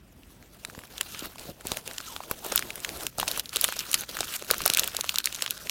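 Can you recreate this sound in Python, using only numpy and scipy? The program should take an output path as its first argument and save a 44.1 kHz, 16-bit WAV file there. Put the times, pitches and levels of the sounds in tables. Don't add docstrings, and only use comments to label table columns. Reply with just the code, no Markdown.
import sys
import numpy as np
from scipy import signal
from scipy.fft import rfft, irfft
from scipy.io import wavfile
from scipy.ndimage import uniform_filter1d

SR = 44100
rng = np.random.default_rng(int(sys.argv[2]) if len(sys.argv) > 2 else 0)


def gain_from_db(level_db):
    decades = np.asarray(level_db, float) / 20
    return 10 ** decades


def to_wav(s):
    ch = np.atleast_2d(s).T
    pcm = np.round(np.clip(ch, -1, 1) * 32767)
    wavfile.write(sys.argv[1], SR, pcm.astype(np.int16))


N = 251370

# (time [s], panel ring [Hz], ring level [dB], crack centre [Hz], crack level [dB])
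SNAPS = [(0.234, 2800, -55, 6000, -70), (0.427, 2200, -52.5, 6000, -66), (0.65, 3050, -33.5, 7200, -35),
         (0.6992, 1400, -44, 7160, -49), (0.7497, 1240, -40.5, 5870, -55), (0.7905, 1490, -41, 8360, -47),
         (0.837, 1530, -45.5, 8600, -56), (0.9808, 3600, -35.5, 7500, -38), (1.011, 2600, -24, 8700, -23),
         (1.1475, 2200, -35, 8100, -67), (1.1931, 3750, -43, 7100, -34.5), (1.2544, 1420, -39, 9100, -54),
         (1.3835, 3430, -43, 6030, -64), (1.6099, 1540, -46, 8650, -46), (1.6518, 890, -45, 6900, -46),
         (1.6703, 4940, -34, 12100, -28), (1.7184, 1510, -30, 5300, -24.5), (1.771, 2650, -30, 9600, -32),
         (1.8772, 2900, -38.5, 7900, -32.5), (1.9826, 3860, -29, 7300, -57),
         (2.164, 2900, -35.5, 13000, -45), (2.2049, 880, -36.5, 9400, -60),
         (2.3127, 1390, -30, 11300, -24.5), (2.4467, 1920, -46, 9900, -35), (2.5217, 1340, -31, 6000, -26),
         (2.5591, 1390, -28.5, 12000, -13.5), (2.5779, 3430, -22, 7200, -48),
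         (2.5928, 1420, -31.5, 7200, -25.5), (2.625, 1540, -31.5, 10800, -51),
         (2.705, 2370, -30, 7600, -58), (2.757, 1980, -42, 10500, -33), (2.803, 3210, -57, 7900, -39),
         (2.848, 2300, -25, 6000, -38), (2.8918, 2530, -35.5, 6000, -34), (3.0084, 4000, -38, 6600, -60),
         (3.0338, 4330, -42, 8900, -35), (3.0675, 3100, -29, 7900, -26.5), (3.1837, 900, -57, 7760, -29),
         (3.1916, 4160, -35.5, 9300, -40), (3.2, 3600, -27.5, 10000, -26), (3.2296, 1010, -26.5, 6900, -53),
         (3.2792, 2670, -27.5, 6200, -31), (3.282, 2930, -33, 7540, -24.5),
         (3.2868, 4300, -31.5, 7400, -45), (3.3146, 3650, -28, 14400, -26.5),
         (3.3756, 1180, -33.5, 10500, -28.5), (3.3965, 4240, -26, 11000, -25),
         (3.458, 4180, -38.5, 5600, -52), (3.493, 4900, -47, 5800, -35.5), (3.5315, 1800, -40, 7700, -42),
         (3.5604, 3440, -24.5, 9800, -22), (3.5682, 4280, -24, 6100, -44),
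         (3.6124, 5000, -28, 12300, -18.5), (3.6427, 3200, -20.5, 9400, -16.5),
         (3.6476, 1510, -25.5, 7440, -24.5), (3.6814, 3830, -30.5, 9800, -43),
         (3.6883, 1310, -28, 9500, -30.5), (3.7244, 1590, -31, 10600, -33.5),
         (3.792, 4800, -26.5, 6250, -43), (3.7973, 3900, -32.5, 7900, -50), (3.915, 5000, -55, 9050, -26.5),
         (3.931, 4020, -31, 8100, -26), (3.9428, 2880, -19.5, 7000, -15), (4.009, 4070, -50, 11600, -28.5),
         (4.0364, 2700, -37, 10100, -51), (4.0921, 3670, -38, 9000, -55), (4.1696, 1660, -30.5, 9400, -35),
         (4.1893, 1130, -33, 5800, -34), (4.2069, 3700, -22.5, 6900, -27), (4.231, 1680, -32.5, 6100, -52),
         (4.3394, 3700, -32, 9700, -48), (4.3634, 4700, -35.5, 9600, -31.5), (4.424, 1530, -42, 7300, -38),
         (4.5042, 1560, -23.5, 9200, -43), (4.5116, 4100, -19.5, 12100, -16.5),
         (4.537, 1240, -30, 8300, -42), (4.5425, 1370, -34, 5800, -32), (4.582, 3580, -50, 12300, -28.5),
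         (4.6055, 1290, -32.5, 6500, -44), (4.6185, 3940, -34, 9650, -33), (4.656, 4180, -25.5, 6200, -47),
         (4.6611, 1320, -23.5, 10700, -14), (4.6783, 4200, -22.5, 7960, -21),
         (4.7004, 2570, -21, 8160, -20), (4.7369, 3700, -25, 11200, -21.5), (4.748, 4370, -25, 6900, -25),
         (4.765, 2690, -36, 5700, -51), (4.7728, 3180, -20.5, 13300, -18), (4.7831, 1440, -31, 8600, -30),
         (4.788, 2880, -24.5, 7500, -42), (4.7953, 3670, -20, 10200, -17), (4.835, 2900, -26.5, 9800, -49),
         (4.842, 3510, -36, 10500, -28), (4.8766, 3460, -32, 11800, -25), (4.9483, 1490, -34.5, 6800, -33),
         (4.9672, 3800, -29, 7000, -23.5), (5.01, 4300, -27, 7100, -23.5), (5.043, 1210, -33.5, 5570, -35),
         (5.0934, 3700, -21.5, 6200, -45), (5.1432, 1280, -34.5, 7150, -37),
         (5.1589, 4200, -24.5, 6100, -37), (5.1852, 3200, -21.5, 11700, -21), (5.203, 3050, -32, 6100, -48),
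         (5.243, 3920, -31, 8400, -34), (5.2577, 4730, -22.5, 7760, -19.5),
         (5.2727, 2030, -27.5, 5900, -46), (5.326, 3030, -37, 7300, -34.5), (5.347, 3770, -41, 5860, -31.5),
         (5.3617, 3900, -39, 8100, -36), (5.4229, 3350, -21, 10200, -26), (5.4627, 2080, -28, 9600, -39),
         (5.4783, 2220, -34.5, 7700, -52), (5.508, 4400, -28.5, 9800, -23.5),
         (5.6722, 2400, -36.5, 7900, -47), (5.6966, 3800, -24, 7600, -53)]
# (time [s], pitch [Hz], level [dB])
POPS = [(0.6883, 170, -44.5), (0.7802, 320, -41), (1.012, 750, -37.5), (1.226, 348, -35),
        (1.4559, 410, -44), (1.72, 483, -34), (1.7729, 382, -35.5), (1.8786, 410, -40.5),
        (2.1655, 980, -36), (2.2063, 665, -47), (2.3163, 610, -30.5), (2.451, 636, -34.5),
        (2.4635, 553, -35.5), (2.524, 555, -26), (2.8981, 590, -40), (3.1865, 696, -27.5),
        (3.1999, 800, -29), (3.2316, 780, -30.5), (3.2881, 646, -34), (3.5633, 430, -34), (3.641, 764, -31),
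        (3.6892, 640, -32.5), (3.7258, 920, -39), (3.7677, 760, -39), (4.0933, 506, -42), (4.208, 620, -29),
        (4.424, 470, -35.5), (4.5133, 550, -22.5), (4.6615, 670, -23.5), (4.699, 474, -34),
        (4.949, 710, -35.5), (4.992, 694, -32), (5.0446, 554, -40.5), (5.4255, 546, -35.5)]
# (frequency [Hz], relative density [dB per Hz])
RUSTLE_SPECTRUM = [(410, -40), (700, -27), (889, -5), (1410, 6), (2020, -1.5), (2780, 4.5), (3920, 3.5),
                   (6760, 0), (8470, -4), (15000, -1.5), (16000, -27), (16600, -54)]

BURST_SIZE, LEAD_S = 1024, .004
PATCHY_DB = 3.5


def evened(x):
    return x / np.sqrt(np.mean(x ** 2) + 1e-20)


def wander(samples):
    return evened(uniform_filter1d(rng.standard_normal(N), samples))


def colour(x, points):
    hz, db = np.transpose(points)
    bins = np.fft.rfftfreq(len(x), 1 / SR)
    gain_db = np.interp(np.log(bins + 1), np.log(hz + 1), db)
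    return irfft(rfft(x) * gain_from_db(gain_db), len(x))


def hiss(points, patchy_db):
    frames = N // 128 + 8
    a, b, patches = rng.standard_normal((frames, 257, 3)).T
    patches = uniform_filter1d(patches, 10, 0)
    patches = evened(uniform_filter1d(patches, 14, 1))
    spectra = (a + 1j * b) * gain_from_db(patchy_db * patches)
    white = signal.istft(spectra, nperseg=512, noverlap=384)[1][:N]
    return evened(colour(white, points))


def burst(hz, q, rise_s, slip_s, db):
    t = np.arange(BURST_SIZE) / SR - LEAD_S
    envelope = np.exp(np.where(t < 0, t / rise_s, -t / slip_s))
    slip = rng.standard_normal((len(hz), BURST_SIZE)) * envelope
    u = np.fft.rfftfreq(BURST_SIZE, 1 / SR) / np.asarray(hz)[:, None]
    band = 1j * u / q / (1 - u ** 2 + 1j * u / q)
    rung = irfft(rfft(slip) * band ** 2)
    gain = gain_from_db(db) * np.sqrt(0.004 * SR) / np.linalg.norm(rung, axis=1)
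    return rung * gain[:, None]


def place(s, sounds):
    out = np.zeros(N + BURST_SIZE)
    starts = np.round((s - LEAD_S) * SR).astype(int)
    np.add.at(out, starts[:, None] + np.arange(BURST_SIZE), sounds)
    return out[:N]


def around(s, db, build_s, relax_s):
    t = np.arange(-4000, 8001) / SR
    power = np.zeros(N)
    np.add.at(power, np.round(s * SR).astype(int), gain_from_db(db) ** 2)
    shape = np.exp(np.where(t < 0, t / build_s, -t / relax_s))
    return np.sqrt(abs(signal.oaconvolve(power, shape)[4000:4000 + N]))


def room_noise():
    # (frequency [Hz], density [dB per Hz])
    room_spectrum = [(24, -21), (38, -8.5), (50, 6.5), (65, -3), (240, -5.5), (440, -17.5), (660, -32.5),
                     (1300, -24.5), (2800, -25.5), (4700, -35), (15000, -43)]
    return gain_from_db(-55.5) * hiss(room_spectrum, patchy_db=1.0)


def handling():
    # (time [s], rustle gain [dB], sheet flexing gain [dB])
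    hands = [(0, -93, -65), (.3, -63, -58), (.5, -64, -60.5), (.56, -55.5, -57), (.72, -59.5, -55.5),
             (.93, -49, -51.5), (1.2, -40, -46), (1.47, -48.5, -47.5), (1.7, -43, -43), (1.9, -45, -45),
             (2.1, -43, -51), (2.27, -48.5, -47), (2.5, -40, -40), (2.72, -47.5, -47.5), (3.05, -45.5, -40),
             (3.37, -35, -43), (3.75, -37, -50), (4.1, -38.5, -46), (4.34, -33, -47), (4.57, -39.5, -44),
             (4.75, -35.5, -42), (4.95, -39.5, -51), (5.33, -42, -51), (5.7, -42.5, -53.5)]
    # (start [s], length [s], drop [dB])
    pauses = [(0.859, 0.04, 7), (1.271, 0.11, 8.5), (1.518, 0.14, 13), (1.804, 0.052, 12.5),
              (2.345, 0.083, 5), (3.078, 0.12, 19.5), (3.229, 0.037, 9), (3.405, 0.12, 16.5),
              (4.048, 0.037, 14), (4.245, 0.028, 4), (4.368, .11, 9.5), (4.99, 0.035, 10),
              (5.209, 0.026, 8), (5.504, .15, 2.5)]
    stop_s, start_s = 0.012, 0.011
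    flex_rests, treble_rests = 0.74, 0.77
    t = np.arange(N) / SR
    rest_db = np.zeros(N)
    for start, length, db in pauses:
        ramp = np.minimum((t - start) / stop_s, (start + length - t) / start_s)
        rest_db += db * np.clip(ramp + .5, 0, 1)
    s, *columns = np.transpose(hands)
    rustle_db, flex_db = (np.interp(t, s, c) for c in columns)
    return rustle_db - rest_db, (1 - treble_rests) * rest_db, flex_db - flex_rests * rest_db


def crackle(per_s, spread_db, count=32):
    shapes = burst(np.geomspace(700, 14000, count), 1.43, 0.00004, 0.00024, np.zeros(count))
    clump = gain_from_db(6.5 * wander(350))
    size = gain_from_db(spread_db * np.minimum(rng.exponential(1, N), 4))
    size = size * (rng.random(N) < per_s * clump / SR)
    which = rng.integers(0, count, N)
    grains = sum(signal.oaconvolve(size * (which == k), shape)[:N] for k, shape in enumerate(shapes))
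    spectrum = rfft(grains)
    power = uniform_filter1d(abs(spectrum) ** 2, 3000)
    return evened(colour(irfft(spectrum / np.sqrt(power), N), RUSTLE_SPECTRUM))


def rustle():
    # (frequency [Hz], density [dB per Hz])
    flex_spectrum = [(80, -1.5), (200, -2), (350, 0.5), (650, 0.5), (1000, -6), (1600, -13.5)]
    flicker_db, flicker_s = 2, .03
    s, _, ring_db, _, crack_db = np.transpose(SNAPS)
    at, _, pop_db = np.transpose(POPS)
    rustle_db, tilt_db, flex_db = handling()

    strain = around(s, np.maximum(ring_db, crack_db) - 12.5, build_s=0.0033, relax_s=0.0082)
    wobble = around(at, pop_db - 13.5, build_s=0.0061, relax_s=0.01)
    level = np.hypot(gain_from_db(rustle_db), strain)
    flex = np.hypot(gain_from_db(flex_db), wobble)

    grip = gain_from_db(2.86 * wander(500))
    sliding = gain_from_db(-6.0) * hiss(RUSTLE_SPECTRUM, PATCHY_DB) * grip
    paper = sliding + gain_from_db(-7.0) * crackle(per_s=2600, spread_db=5.6)

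    tilt_db = tilt_db + flicker_db * wander(round(flicker_s * SR))
    body = signal.sosfiltfilt(signal.butter(2, 5000, fs=SR, output="sos"), paper)
    paper = body + (paper - body) * gain_from_db(tilt_db)
    return level * paper + flex * hiss(flex_spectrum, PATCHY_DB) * grip ** 0.57


def ticks(count=400):
    per_s, over_rustle_db, spread_db = 18, 4, 3
    sliding_db = -42.5
    when, keep, ring, crack, size, share = rng.random((count, 6)).T
    s = .01 + when * (N / SR - .04)
    rustle_db = handling()[0][(s * SR).astype(int)]
    db = np.minimum(rustle_db, sliding_db) + over_rustle_db
    db = db - spread_db * np.log(np.maximum(size, .15))
    db = np.where(keep < per_s * N / SR / count, db, -200)
    ring_hz, crack_hz = 1000 * 5 ** ring, 5500 * 2.7 ** crack
    return np.transpose([s, ring_hz, db - 14 * share, crack_hz, db - 14 * (1 - share)])


def snaps():
    s, ring_hz, ring_db, crack_hz, crack_db = np.vstack([SNAPS, ticks()]).T
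    creep_s = .0006
    sound = burst(ring_hz, 1.52, 0.00031, 0.00023, ring_db)
    sound += burst(crack_hz, 1.0, .0001, 0.001, crack_db)
    sound += burst(ring_hz, 0.4, creep_s, 0.0018, ring_db - 3)
    sound += burst(crack_hz, 0.3, creep_s, 0.0013, crack_db - 29.5)
    return place(s - .0002, sound)


def pops():
    s, hz, db = np.transpose(POPS)
    return place(s - .0025, burst(hz, 1.26, 0.00018, 0.0023, db))


def bumps():
    # (time [s], level [dB])
    knocks = [(0.779, -39.5), (1.654, -35.5), (1.718, -33.5), (2.312, -31), (3.186, -36), (4.51, -36),
              (4.703, -35), (4.795, -43)]
    s, db = np.transpose(knocks)
    return place(s, burst(np.full(len(s), 135.), 0.3, 0.00039, 0.00076, db))


def nearby(x):
    # (delay [s], level relative to the direct sound [dB])
    echoes = [(.0003, -20), (.00075, -18), (.0018, -27)]
    taps = np.zeros(256)
    taps[0] = 1
    for s, db in echoes:
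        taps[round(s * SR)] = gain_from_db(db)
    return signal.oaconvolve(x, taps / np.linalg.norm(taps))[:N]


def rub(width_hz):
    # (time [s], hollow resonance [Hz], level [dB])
    drag = [(2.058, 1510, -71), (2.08, 1343, -46), (2.11, 974, -50), (2.134, 865, -48), (2.165, 920, -53),
            (2.191, 870, -60)]
    s, hz, db = np.transpose(drag)
    t = np.arange(N) / SR
    r = np.exp(-np.pi * width_hz / SR)
    slow = signal.lfilter([1 - r], [1, -r], rng.standard_normal((N, 2)) @ [1, 1j])
    phase = 2 * np.pi * np.cumsum(np.interp(t, s, hz)) / SR
    band = evened((slow * np.exp(1j * phase)).real)
    return band * gain_from_db(np.interp(t, s, db)) * (t > s[0]) * (t < s[-1])


def scene():
    struck = nearby(snaps() + pops() + bumps())
    mono = room_noise() + rustle() + struck + rub(width_hz=85)
    return np.array([mono, mono])


def roll_off(x):
    return signal.sosfilt(signal.butter(12, 16800, fs=SR, output="sos"), x)


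def record(dry):
    edge = signal.firwin(401, 16450, window=("kaiser", 8), fs=SR)
    mix = signal.oaconvolve(np.clip(dry, -1, 1), edge[None], "same")
    return roll_off(mix)


dry = scene()
out = record(dry)
to_wav(out)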